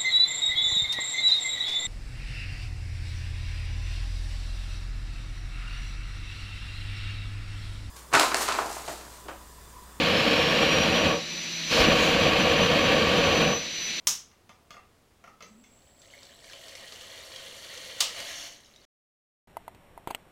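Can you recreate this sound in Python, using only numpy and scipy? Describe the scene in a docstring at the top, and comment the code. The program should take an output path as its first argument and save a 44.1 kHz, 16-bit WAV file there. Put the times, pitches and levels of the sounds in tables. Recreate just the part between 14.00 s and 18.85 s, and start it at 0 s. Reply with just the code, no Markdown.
"""A computer's water-cooling loop is primed on a kitchen counter. The power switch snaps on; bumps
ring the steel case. The pump spins up with a hum and a thin whine, then churns air and coolant
through the tubes into the gurgling reservoir, while air pockets pop. The switch snaps off, the
case takes one more bump, and the flow surges and fizzes out. The tiled room reverberates throughout."""
import sys
import numpy as np
from scipy import signal
from scipy.fft import rfft, irfft, next_fast_len
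from scipy.io import wavfile
from scipy.ndimage import map_coordinates

SR = 44100
rng = np.random.default_rng(int(sys.argv[2]) if len(sys.argv) > 2 else 0)


def log_audio(samples):
    """Write samples as a 16-bit WAV file to the path given in sys.argv[1]."""
    # one column per channel
    frames = np.atleast_2d(samples).T
    # limit to full scale, then quantise
    limited = np.clip(frames, -1, 1)
    pcm = np.round(limited * 32767).astype(np.int16)
    wavfile.write(sys.argv[1], SR, pcm)


N = 213976

# Flow as the loop fills, surges and runs down. Each row: time in seconds, strength in dB.
FLOW_STRENGTH = [(1.75, -69), (1.95, -67.0), (2.05, -57), (2.27, -53.5), (2.37, -58), (2.48, -49.5),
                 (2.719, -47), (3.05, -45.5), (3.4, -44), (3.88, -42.5), (4.13, -40.5), (4.2, -37),
                 (4.33, -39.5), (4.47, -41), (4.6, -59), (4.73, -63.5)]
# Impeller bubbles, fine spray, last air squeezed through. 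Each row: frequency in Hz, relative gain in dB.
CHURN_SPECTRUM = [(410, -26), (700, -4), (776, -16), (960, -10), (1050, -9), (1130, -9), (1360, -10.5),
                  (1870, -2.5), (2110, -2.5), (2590, -7.5), (2990, 1), (3840, -5), (4510, -1.5),
                  (5000, -12.5), (5400, -16.5), (7020, -36), (11900, -120)]
SPRAY_SPECTRUM = [(4600, -26), (5300, -4.5), (6050, -3), (7000, -5.5), (7900, -11), (9100, -8.5),
                  (10200, -13), (12000, -14.5), (15800, -21.5)]
HISS_SPECTRUM = [(4000, -30), (5400, 2), (6400, 3.5), (7100, -5), (7900, -33)]
# Bursting air pockets. Each row: start in seconds, ring in relative dB, pitch in Hz, crack in relative dB.
POCKET_POPS = [(2.0178, -45.5, 3440, -53), (2.1365, -32.5, 2080, -61), (2.231, -41, 4440, -48),
               (2.4428, -39, 2200, -49.5), (2.4982, -36, 1610, -48.5), (2.5327, -32, 2940, -46),
               (2.6823, -38, 2340, -45), (2.7526, -32.5, 2090, -41), (2.8765, -34, 3140, -49),
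               (2.9225, -40, 4540, -41.5), (3.0105, -29, 2900, -44), (3.3602, -25.5, 3128, -42.5),
               (3.7753, -40, 2930, -41.5), (4.2025, -30, 2130, -37.5), (4.6594, -47, 3700, -59.5),
               (4.761, -40, 3680, -55.5)]
# Rocker switch snaps. Each row: frequency in Hz, relative gain in dB.
ON_SPECTRUM = [(90, -30), (160, -15), (300, -27.5), (580, -22.5), (1130, -12), (1500, -16), (2000, -16),
               (3700, -8.5), (4600, -11), (5500, 0.5), (6500, 0), (7600, -8.5), (10700, -14), (15500, -17)]
OFF_SPECTRUM = [(150, -32), (400, -31), (800, -12), (1130, -7.5), (1500, -16.5), (2300, -8.5), (2950, 1.5),
                (3700, -0.5), (5300, -2), (7500, -5.5), (9000, -10.5), (10700, -18), (15500, -19)]
# Case bumps. Each row: start in seconds, ring in relative dB, tick in relative dB, panel pitch in Hz.
CASE_BUMPS = [(.315, -58, -59.5, 1200), (.493, -48.5, -47.5, 1195), (.706, -49, -41, 1210),
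              (.742, -47.5, -64, 1260), (0.767, -47, -65, 1200), (1.24, -46.5, -52.5, 1395),
              (1.275, -46, -57, 1285), (1.406, -48, -49, 1280), (1.424, -56, -42, 463),
              (1.639, -62, -52.5, 2150), (4.023, -39, -48, 1251)]
# Resonances shared by all panels. Each row: frequency in Hz, width in Hz, relative gain in dB.
CASE_MODES = [(192.7, 90, -10.5), (405, 270, -15), (690, 136, -5.5), (1880, 160, -13.5), (2780, 120, -17.5)]
# Contact tick and room tone. Each row: frequency in Hz, relative gain in dB.
TICK_SPECTRUM = [(300, -9), (1000, -5), (2400, 3.5), (4600, -3), (6200, 1.5), (8000, -18), (15000, -21)]
ROOM_TONE_SPECTRUM = [(20, -7.5), (32, -3.5), (45, -5), (80, -2), (125, -7), (380, -9.5), (550, -12),
                      (1250, -16.5), (1600, -20), (2500, -21), (4000, -24), (9300, -29), (15800, -34.5)]
# Kitchen reverberation. Each row: frequency in Hz, 60 dB decay time in seconds.
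KITCHEN_T60 = [(150, 0.51), (500, 0.33), (2700, 0.33), (6300, 0.31), (10000, .26), (15000, 0.23)]

SWITCH_ON_S, PUMP_ON_S, SWITCH_OFF_S = .0711, 1.41, 4.0046
COAST_S, COAST_RISE_S = 4.206, .17
FULL_FLOW_DB = -44  # reference for flow strength


def flow():
    """The impeller chops air into bubbles: stronger flow, denser swarm. Coasting adds a hiss."""
    flow_db = curves([(PUMP_ON_S, -100), *FLOW_STRENGTH])[0] - FULL_FLOW_DB
    coast = ramp(COAST_S, COAST_RISE_S)
    rate_per_s = 350 + 5000 * amp(flow_db) ** 1.4
    surge_db = 1.1 * wobble(40)
    coarse = bubbles(rate_per_s, 562, 6000, cycles=3.4, spread_db=3.5) + .35 * noise()
    fine = bubbles(rate_per_s, 4500, 15800, cycles=3.3, spread_db=3.5) + .35 * noise()
    last_air = bubbles(rate_per_s, 4000, 8000, cycles=5, spread_db=4)
    churn = amp(-48.5 + flow_db) * unit(filtered(coarse, colour(CHURN_SPECTRUM)))
    fizz = amp(-54.5) * unit(filtered(fine, colour(SPRAY_SPECTRUM)))
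    hiss = amp(-51.5) * coast * unit(filtered(last_air, colour(HISS_SPECTRUM)))
    water = amp(surge_db) * (churn + amp(1.02 * flow_db) * (fizz + hiss))
    hollow = amp(-63) * tube_rumble() + amp(-55) * gurgle()
    return room(water, wet_db=-5) + amp(.68 * flow_db - 5.5 * coast) * hollow


def bubbles(rate_per_s, low_hz, high_hz, cycles, spread_db):
    """Each bubble rings briefly with rising pitch; the swarm has rms 1."""
    starts = np.flatnonzero(rng.random(N) < rate_per_s / SR)
    pitch, chance, life = rng.random((len(starts), 3)).T[:, :, None]
    hz = low_hz + (high_hz - low_hz) * pitch
    size = amp(-spread_db * np.log(np.maximum(chance, np.exp(-4))))  # many small, few large
    k = np.arange(int(min(SR // 160, 4 * cycles * SR / low_hz)))
    turns = hz * k / SR
    age = turns / (cycles * (.5 + life))
    rise = 1 + .027 * np.minimum(age, 2)
    rings = size * np.sqrt(hz) * np.exp(-age) * np.sin(2 * np.pi * turns * rise)
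    swarm = np.bincount((starts[:, None] + k).ravel(), rings.ravel(), N)[:N]
    return unit(swarm / np.sqrt(rate_per_s))


def pops(ring_t60_s=.018, attack_s=.0015):
    """Larger air pockets burst in the pump: a crack and a brief rising ring."""
    rings, cracks, t = np.zeros(N), np.zeros(N), np.arange(SR // 20) / SR
    envelope = amp(-60 * t / ring_t60_s) * (1 - np.exp(-t / attack_s))
    for s, ring_db, hz, crack_db in POCKET_POPS:
        add(rings, s, amp(ring_db + .5) * envelope * np.sin(2 * np.pi * hz * t * (1 + 5 * t)))
        add(cracks, s, amp(crack_db + 3.5) * burst(t60_s=.03))
    crack_colour = colour([(400, -9), (1800, -8.5), (4500, 3.5), (7000, -3), (9000, -14.5), (15000, -27)])
    return room(rings, wet_db=-3.5) + room(filtered(cracks, crack_colour), wet_db=-3.5)


def gurgle(pocket_hz=574, sink_hz_per_s=20, width_hz=34, scatter_hz=15, rebound_s=4.13):
    """Inflow nudges the reservoir's air pocket; its two notes sink as the loop fills, then spring back."""
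    def note(hz):
        nudges = rng.choice([-1, 1], N) * (rng.random(N) < 900 / SR)
        phasor = np.exp(2j * np.pi * np.cumsum(hz + scatter_hz * wobble(70)) / SR)
        ring = signal.lfilter([1], [1, -np.exp(-np.pi * width_hz / SR)], nudges / phasor)
        return unit((ring * phasor).imag)
    filled_s = since(PUMP_ON_S) * (1 - ramp(rebound_s, .12))
    hz = pocket_hz - sink_hz_per_s * filled_s
    overtone_db = -1 - 2 * filled_s  # fuller loop, purer note
    return unit(note(hz) + amp(overtone_db) * note(1.2 * hz))


def tube_rumble():
    """Low rush of coolant in the tubes."""
    spectrum = [(30, -22.5), (90, 4.5), (140, -4.5), (300, -5.5), (450, -2.5), (1000, -9.5), (2000, -37)]
    return filtered(noise(), colour(spectrum))


def pump(start_hz=146.3, full_hz=253, spin_up_s=.12, attack_s=.14, hold_s=.073, coast_hz=296.8):
    """The rotor hums up to speed, is muted as liquid loads it, and hums faintly as it coasts."""
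    hz = full_hz - (full_hz - start_hz) * np.exp(-since(PUMP_ON_S) / spin_up_s)
    fade_db = 130 * since(PUMP_ON_S + attack_s + hold_s)
    starting = amp(-52.5 - fade_db) * ramp(PUMP_ON_S, attack_s) * hum(hz)
    coast_gate = ramp(COAST_S, .028) * (1 - ramp(COAST_S + COAST_RISE_S, .25))
    coasting = amp(-63.5) * coast_gate * hum(np.full(N, coast_hz))
    return room(starting + coasting, wet_db=-8)


def hum(hz):
    """The rotor's shuddering note."""
    shudder = 1 + .35 * wobble(80)
    return shudder * np.sin(2 * np.pi * np.cumsum(hz) / SR + .52 * wobble(60))


def whine(hz=7680, swell_s=.3, swell_db=8, fade_db_per_s=2):
    """Motor drive tone with octave and noise skirt: swells, then fades slowly until power is cut."""
    start_s = PUMP_ON_S + .05
    powered = ramp(start_s, .01) * (1 - ramp(SWITCH_OFF_S, .05))
    db = -65 - swell_db * (1 - ramp(start_s, swell_s)) - fade_db_per_s * since(start_s + swell_s)
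    phase = 2 * np.pi * np.cumsum(hz + 14 * wobble(24)) / SR
    drive = np.sin(phase) + amp(-11) * np.sin(2 * phase + wobble(150))
    skirt = filtered(noise(), body([(7670, 130, 0)]))
    return powered * amp(db + .86 * wobble(20)) * (amp(-1) * drive + amp(-1.5) * skirt)


def switch(start_s, spectrum, travel_s, tip_db, t60_s, wet_db, stop_db=-12):
    """The rocker tips over its spring, then hits its stop; the room carries on the energy of both."""
    x = np.zeros(N)
    add(x, start_s, amp(tip_db) * burst(t60_s))
    add(x, start_s + travel_s, amp(stop_db) * burst(t60_s))
    add(x, start_s + travel_s, amp(wet_db) * np.linalg.norm(x) * room_tail())
    return filtered(x, colour(spectrum))


def bumps():
    """Light contacts tick and set the steel panels ringing."""
    x = np.zeros(N)
    for s, ring_db, tick_db, hz in CASE_BUMPS:
        panel = body(CASE_MODES + [(hz, 80, 3)])
        add(x, s, amp(ring_db + 2.5) * filtered(burst(t60_s=.039), panel))
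        add(x, s, amp(tick_db) * filtered(burst(t60_s=.024), colour(TICK_SPECTRUM)))
    return room(x, wet_db=2)


def room(x, wet_db):
    """Direct sound plus kitchen reverberation."""
    return x + amp(wet_db) * signal.fftconvolve(x, room_tail())[:N]


def room_tail(onset_s=.0012):
    """Kitchen reflections of unit energy; each frequency decays at its own rate."""
    hz, t, z = signal.stft(rng.standard_normal(SR * 2 // 3), SR, nperseg=256)
    x = signal.istft(z * amp(-60 * t / along(KITCHEN_T60, hz)[:, None]), SR, nperseg=256)[1]
    x *= 1 - np.exp(-np.arange(len(x)) / SR / onset_s)
    return x / np.linalg.norm(x)


def room_tone():
    """Steady, bass-heavy background noise."""
    return amp(-62.5) * filtered(noise(), colour(ROOM_TONE_SPECTRUM))


def burst(t60_s):
    """A contact: fast-decaying noise."""
    t = np.arange(SR // 8) / SR
    return rng.standard_normal(len(t)) * amp(-60 * t / t60_s)


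def filtered(x, response):
    """Apply a frequency response scaled to mean power gain 1."""
    m = 2 * next_fast_len((len(x) + SR // 8) // 2, True)
    h = response(np.fft.rfftfreq(m, 1 / SR))
    return irfft(rfft(x, m) * h / np.sqrt(np.mean(np.abs(h) ** 2)), m)[:len(x)]


def colour(points):
    """Minimum-phase response through (Hz, dB) points."""
    def response(hz):
        cepstrum = irfft(np.log(amp(along(points, hz)) + 1e-6))
        half = len(cepstrum) // 2
        return np.exp(rfft(cepstrum * np.r_[1, np.full(half - 1, 2), 1, np.zeros(half - 1)]))
    return response


def body(modes):
    """Response of (Hz, width in Hz, dB) resonances, alternating in sign."""
    return lambda f: sum((-1) ** k * amp(db) * 1j * f * width / (hz * hz - f * f + 1j * f * width)
                         for k, (hz, width, db) in enumerate(modes))


def along(points, hz):
    """Interpolate (Hz, value) points on a log axis."""
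    f, v = np.transpose(points)
    return np.interp(np.log(hz + 1), np.log(f + 1), v)


def curves(rows):
    """One value per sample for each column after the time."""
    s, *cols = np.transpose(rows)
    return [np.interp(np.arange(N) / SR, s, c) for c in cols]


def wobble(knots_per_s):
    """Smooth random curve."""
    knots = rng.standard_normal(int(N * knots_per_s / SR) + 4)
    return map_coordinates(knots, [np.arange(N) * knots_per_s / SR])


def add(track, start_s, sound):
    part = track[round(start_s * SR):][:len(sound)]
    part += sound[:len(part)]


def since(start_s):
    return np.maximum(np.arange(N) / SR - start_s, 0)


def ramp(start_s, length_s):
    return np.clip(since(start_s) / length_s, 0, 1)


def noise():
    return rng.standard_normal(N)


def amp(db):
    return 10 ** (np.asarray(db) / 20)


def unit(x):
    return x / np.sqrt(np.mean(x ** 2) + 1e-20)


def scene():
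    """Mono mix of all sources."""
    on = switch(SWITCH_ON_S, ON_SPECTRUM, travel_s=.0029, tip_db=-9.5, t60_s=.013, wet_db=.5)
    off = switch(SWITCH_OFF_S, OFF_SPECTRUM, travel_s=.0015, tip_db=-22, t60_s=.026, wet_db=-.3)
    return (room_tone() + on + off + bumps() + pump() + whine() + flow() + pops())[None]


def record(dry):
    """Brick-wall low-pass."""
    top_hz = 15850
    m = next_fast_len(N + SR // 2)
    return irfft(rfft(dry, m) * (np.fft.rfftfreq(m, 1 / SR) < top_hz), m)[:, :N]


dry = scene()
out = record(dry)
log_audio(out)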